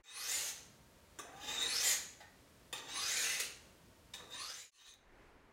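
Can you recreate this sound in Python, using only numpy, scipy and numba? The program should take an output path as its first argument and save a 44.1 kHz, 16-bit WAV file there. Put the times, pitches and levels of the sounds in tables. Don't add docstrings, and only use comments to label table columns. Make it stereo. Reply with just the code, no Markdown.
import sys
import numpy as np
from scipy import signal
from scipy.fft import rfft, irfft, next_fast_len
from scipy.io import wavfile
from scipy.ndimage import uniform_filter1d
from numba import njit

SR = 44100
rng = np.random.default_rng(int(sys.argv[2]) if len(sys.argv) > 2 else 0)


def boost(x):
    u = np.asarray(x, float) / 20
    return 10 ** u


def dump(signal):
    limited = np.clip(np.atleast_2d(signal).T, -1, 1)
    pcm = np.round(limited * 32767).astype(np.int16)
    wavfile.write(sys.argv[1], SR, pcm)


N = 243546
T = np.arange(N) / SR
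PAIR_S, LAPEL_S = 0.027, 4.708


def unit(x):
    return x / np.sqrt(np.mean(x ** 2))


def colour(x, points, share=1):
    hz, db = np.transpose(points)
    size = next_fast_len(x.shape[-1])
    bins = np.log(np.arange(size // 2 + 1) * SR / size + 1)
    gain = boost(share * np.interp(bins, np.log(hz), db))
    return irfft(rfft(x, size) * gain, size)[..., :x.shape[-1]]


@njit
def ring(x, hz, width):
    y, band, low = np.empty((2, len(x))), 0., 0.
    for i in range(len(x)):
        g, damping = np.tan(np.pi * hz[i] / SR), width[i] / hz[i]
        v = (band + g * (x[i] - low)) / (1 + g * (g + damping))
        y[0, i], y[1, i] = damping * v, low + g * v
        band, low = 2 * v - band, low + 2 * g * v
    return y


def mode(x, hz, width):
    hz = np.clip(hz + 0 * T, 50, .45 * SR)
    return ring(x + 1e-18, hz, width + 0 * T)[0] * np.sqrt(1000 / width)


def walk(rate):
    hold = int(SR / rate)
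    steps = np.repeat(rng.standard_normal(N // hold + 1), hold)
    return uniform_filter1d(uniform_filter1d(steps, hold), hold)[:N]


# time in seconds, hand pressure as level in dB, first overhang note in Hz.
DRAWS = [
    [(0.03, -67.5, 800), (0.07, -58, 903), (0.166, -46.5, 1140), (0.27, -40, 1576), (0.358, -37.5, 2510),
     (0.49, -44, 3420), (0.56, -89, 3640)],
    [(1.22, -77, 676), (1.36, -53.5, 770), (1.5, -37, 849), (1.6, -40.5, 914), (1.7, -36, 1130),
     (1.81, -36, 1580), (1.87, -30.5, 2260), (1.93, -34, 3160), (1.98, -57, 3500)],
    [(2.75, -39, 842), (2.82, -55.5, 850), (2.89, -44.5, 834), (2.93, -40, 985), (3.05, -36.5, 1360),
     (3.17, -35.5, 2410), (3.252, -34, 2580), (3.36, -40, 2480), (3.47, -45.5, 2670)],
    [(4.16, -60, 950), (4.29, -62, 950), (4.316, -46.5, 910), (4.4, -42.5, 1110), (4.498, -47, 1420),
     (4.608, -49.5, 2120), (4.7, -72.5, 3000)],
    [(4.712, -75.5, 1140), (4.76, -61.5, 1140), (4.83, -57, 860), (4.895, -54, 1143), (4.92, -55.5, 961),
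     (4.95, -63, 973)],
]
# level in dB of the first, second and heel-side notes,
# board thud at the heel in dB, brightness in dB.
HOLDS = [
    (0, 1, -2, -13, 7.5),
    (-5, 4.5, 2, 9.5, 6),
    (3, 0, -6, 8, 3.5),
    (2, 0.5, 0, 4.5, 2.5),
    (-2.5, 2, -6, -40, 10.5),
]
# third note in dB, tip note's start in Hz, its rise in Hz per second, its dB.
TIP_NOTES = [
    (1, 800, 280, -13),
    (-2, 1930, 360, -13),
    (-1, 1575, 2100, -6.5),
    (-2, 2170, 500, -12),
    (-7.5, 2400, 6100, -4),
]


def hand():
    level, level_db, hz, late, grip = np.zeros(N), np.zeros(N), np.zeros(N), np.zeros(N), np.zeros((9, N))
    for k, (draw, held) in enumerate(zip(DRAWS, np.hstack([HOLDS, TIP_NOTES]))):
        s, db, first_hz = np.transpose(draw)
        set_s = min(s[0] - .08, LAPEL_S) if k < 4 else LAPEL_S
        now = T >= set_s
        level_db[now] = np.interp(T, s, db)[now]
        level[now] = np.clip(np.minimum(T - s[0], s[-1] - T) / 0.0051, 0, 1)[now]
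        hz[now] = np.interp(T, s, first_hz)[now]
        past_belly = (hz[now] > 1950) | (T[now] > LAPEL_S)
        late[now] = np.cumsum(past_belly) / SR
        grip[:, now] = held[:, None]
    return level * boost(level_db), level_db, hz, late, grip


# time in seconds, peak in dB, thud in dB, brightness in dB, length in seconds.
TOUCHES = [
    (1.1878, -27, 8, -2, 0.0038),
    (1.618, -31.5, -9.5, 6, 0.007),
    (2.7275, -23.5, 3.5, 2.5, 0.0049),
    (3.399, -22, -0.5, 9, 0.0035),
    (4.136, -33, -2, 0, 0.0072),
    (4.2, -51, 22.5, 0, 0.0077),
    (4.303, -47.5, 12, 6, 0.019),
    (4.497, -37, 0, 4, 0.005),
    (4.879, -54, -9, -8, 0.0051),
    (4.938, -53.5, -2, 16, 0.0032),
]
# pitch in Hz, level in dB.
GRIT_TONE = [(200, -13), (600, -12), (1500, -4.5), (4000, 1.5), (7000, -0.5), (10000, -8), (13000, -12),
             (16000, -9.5)]


def contact():
    grit = rng.standard_normal(N) * boost(2.12 * np.minimum(rng.exponential(size=N), 5))
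    grit = unit(grit * boost(0.98 * walk(40) + 2.0 * walk(200)))
    low = signal.sosfilt(signal.butter(2, 1300, fs=SR, output="sos"), grit)
    high = signal.sosfilt(signal.butter(2, 7800, "high", fs=SR, output="sos"), grit)
    middle = grit - low - high
    level, level_db, hz, _, grip = hand()
    board_thud_db, bright_db = grip[3], grip[4]
    heel = np.clip(np.log(1500 / hz) / np.log(1.5), 0, 1)
    light_db = np.maximum(-43.5 - level_db, 0)
    thud_db = -7 + heel * (board_thud_db + 0.8617 * light_db)
    scrape = level * (boost(thud_db) * low + middle + boost(bright_db) * high)
    taps = 0
    for s, db, tap_thud_db, tap_bright_db, length in TOUCHES:
        burst = (T > s) * np.exp(-np.abs(T - s) / length) * boost(db)
        taps = taps + burst * (boost(tap_thud_db) * low + middle + boost(tap_bright_db) * high)
    return colour(np.array([scrape, taps]), GRIT_TONE)


# first note in Hz, then the first, second, third and heel-side levels in dB.
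OVERHANG = [(705, 8.5, -37.5, -12, -12), (786, 7.5, -23, -13.5, -24.5), (922, -8, 9.5, -10.5, -4.5),
            (1130, 5.5, 2.5, 0.5, -9.5), (1450, -2.5, 3.5, -5, -35.5), (2030, -5, -1, -6, -4),
            (2580, -1.5, -2.5, -11, -2.5), (3500, -20, -4.5, -16, 1)]
# multiple of the first note, width relative to pitch,
# widening at the tip as a ratio, level in dB, rod note in Hz that holds it up.
BLADE_BENDING = [
    (1, 0.11, .1, -6, 420),
    (3.62, 0.065, 2.3, -6, 3670),
    (8.7, 0.13, 1.5, 4.5, 2800),
]
# pitch in Hz, width in Hz, level at the heel in dB, level at the tip in dB.
ROD_NOTES = [(278, 71, -7.5, -14.5), (484, 80, 1.5, 2.5), (822.4, 44, -7.5, -9), (1172, 47, -2.5, -37.5),
             (1835, 190, -6, -17), (2518, 78, -2, -7.5), (3640, 450, -2, -13), (4030, 360, -2, 1.5),
             (6240, 320, 4.5, -11), (7370, 140, -31, -39), (9080, 1200, 4.5, -11), (9000, 550, -31, -27.5),
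             (12200, 600, -10, -17), (14970, 500, 3.5, -1)]


def steel(scrape, taps):
    force = scrape + boost(-8) * taps
    _, _, hz, late, grip = hand()
    first_grip, second_grip, heel_grip, _, _, third_grip, tip_start_hz, tip_rise, tip_db = grip
    at, *columns = np.transpose(OVERHANG)
    first_db, second_db, third_db, heel_db = (np.interp(np.log(hz), np.log(at), c) for c in columns)
    bend_db = (first_db + first_grip, second_db + second_grip, third_db + third_grip)
    travel = np.clip(np.log(hz / 950) / np.log(2.4), 0, 1)

    heel_hz = np.maximum(7150 - 4500 * late, 6250)
    blade = boost(heel_db + heel_grip) * mode(force, heel_hz, 480)

    tip_hz = tip_start_hz + tip_rise * late
    tip_width = 0.2 * tip_hz
    swell = np.minimum(late / 0.035, 1)
    tip = swell * ring(force, tip_hz, 2 * tip_width)[0]
    blade = blade + boost(tip_db) * mode(tip, tip_hz, tip_width)

    for (multiple, relative_width, widen, db, rod_hz), more_db in zip(BLADE_BENDING, bend_db):
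        centre = np.minimum(((multiple * hz) ** 14 + rod_hz ** 14.) ** (1 / 14), 17000)
        centre = np.minimum(centre * (1 + (.012 + .05 * travel) * walk(90)), .4 * SR)
        width = relative_width * centre * (1 + widen * travel)
        blade = blade + boost(db + more_db) * mode(ring(force, centre, 2 * width)[0], centre, width)

    soaked = ring(force + 1e-18, centre, 1.65 * centre)[1]
    soaked = ring(soaked, centre, 1.25 * centre)[1]
    soaked = soaked + boost(-11.5) * scrape + boost(-7) * taps
    drive = soaked + boost(-9.0) * blade
    rod = 0
    for k, (rod_hz, width, near_db, far_db) in enumerate(ROD_NOTES):
        push = drive * boost(near_db + (far_db - near_db) * travel)
        rod = rod + (-1) ** k * mode(push, rod_hz, width)
    return boost(2.5) * (boost(4.5) * blade + boost(-3.5) * rod + boost(-5.5) * soaked)


# time in seconds, peak in dB, length in seconds.
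HANDLE_KNOCK = (2.203, -56.5, 0.022)
# pitch in Hz, width in Hz, level in dB.
BOARD_NOTES = [(800, 72, 12.5), (1450, 270, 11.5), (1850, 94, 15.5), (2140, 140, -23), (3670, 600, -4),
               (6200, 740, -31)]


def knock():
    s, db, length = HANDLE_KNOCK
    push = rng.standard_normal(N) * (T > s) * np.exp(-np.abs(T - s) / length) * boost(db)
    return sum(boost(note_db) * mode(push, hz, width) for hz, width, note_db in BOARD_NOTES)


# pitch in Hz, time to fall 60 dB in seconds.
ECHO_TIME = [(300, 0.7), (1200, 0.6), (4000, 0.48), (12000, 0.3)]
# pitch in Hz, side level minus mid level in dB.
ECHO_SIDE = [(100, -22.5), (400, -11.5), (1300, -4.5), (3000, -0.5), (15000, -1)]


def walls():
    t = np.arange(int(.7 * SR)) / SR
    tail = 0
    for hz, t60 in ECHO_TIME:
        band = signal.butter(1, [hz / 2, min(hz * 2, 20000)], "band", fs=SR, output="sos")
        tail = tail + signal.sosfilt(band, rng.standard_normal((2, len(t)))) * boost(-60 * t / t60)
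    tail = tail * np.clip(t / .003, 0, 1) * (1 + 2.2 * np.exp(-t / .007))
    tail = tail / np.sqrt(np.sum(tail[0] ** 2))
    tail[1] = colour(tail[1], ECHO_SIDE)
    tail[0, 0] = boost(-8.0)
    return tail


def hum(points, db, count):
    return boost(db + 1.0 * walk(8.7)) * unit(colour(rng.standard_normal((count, N)), points))


# pitch in Hz, level in dB per Hz.
KITCHEN_TONE = [(15, -25), (25, -19.5), (59, 0), (236, -7.5), (394, -11), (641, -10), (840, -21),
                (911, -11.5), (988, -17.5), (1070, -16), (2160, -20), (8360, -26), (16000, -32.5)]
# pitch in Hz, side level minus mid level in dB.
KITCHEN_WIDTH = [(60, -23), (110, -19), (200, -8), (380, -5.5), (700, -0.5), (1290, 0.5), (2380, 1),
                 (4400, 0.5), (8120, -0.5), (15000, 0)]


def kitchen_air():
    mid, side = hum(KITCHEN_TONE, -63, count=2)
    return mid, colour(side, KITCHEN_WIDTH)


# pitch in Hz, level in dB per Hz.
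LAPEL_TONE = [(12, -12), (20, 1.5), (91, -7), (168, -13), (367, -8), (574, -13), (1030, -13), (1120, -14.5),
              (2140, -17.5), (3440, -29), (11800, -41), (16000, -46)]


def lapel_air():
    return hum(LAPEL_TONE, -61.5, count=1)[0]


# silent at this time in seconds, full at this time in seconds, bend of the curve as a power.
MIC_FADES = [
    (.027, -.01, 1.1),
    (.027, .58, 1.1),
    (4.708, 4.25, .8),
    (4.708, 5.22, 1.3),
]


def fade():
    gain = boost(-8 * np.maximum(T - 5.2, 0))
    for silent, full, bend in MIC_FADES:
        part = (T - silent) / (full - silent)
        gain = gain * np.where(part >= 0, np.clip(np.abs(part) ** bend, .004, 1), 1)
    return gain


# pitch in Hz, left level minus right level in dB.
PAIR_LEAN = [(100, -1.5), (1500, -1.3), (8000, -3), (15000, 0.5)]


def scene():
    fader = fade()
    knife = steel(*contact() / np.maximum(fader, .012))
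    on_pair = (T > PAIR_S) & (T < LAPEL_S)
    stances, shifts_per_s = 6, 7.5
    echoes = [walls() for _ in range(stances)]
    away = (T * shifts_per_s - np.arange(stances)[:, None] + 1) % stances - 1
    parts = (knife * on_pair + knock()) * np.cos(np.clip(away, -1, 1) * np.pi / 2)
    mid, side = sum(signal.fftconvolve(x[None], echo, axes=1)[:, :N] for x, echo in zip(parts, echoes))
    air_mid, air_side = kitchen_air()
    mid, side = mid + air_mid, side + air_side
    pair = np.array([colour(mid + side, PAIR_LEAN, 0.67), colour(mid - side, PAIR_LEAN, -0.16)])

    close = knife * ~on_pair
    short_echo = echoes[0][0] * boost(-60 * T[:echoes[0].shape[1]])
    lapel_room = signal.fftconvolve(close, short_echo)[:N]
    lapel = boost(-6.5) * close + boost(-8) * lapel_room + lapel_air()
    return fader * np.where(on_pair, pair, lapel)


def band_limit(x):
    return signal.sosfilt(signal.butter(12, 16270, fs=SR, output="sos"), x)


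def record(dry):
    top_cut = signal.ellip(10, .3, 70, 15800, fs=SR, output="sos")
    mix = signal.sosfilt(top_cut, dry)
    return band_limit(mix)


dry = scene()
out = record(dry)
dump(out)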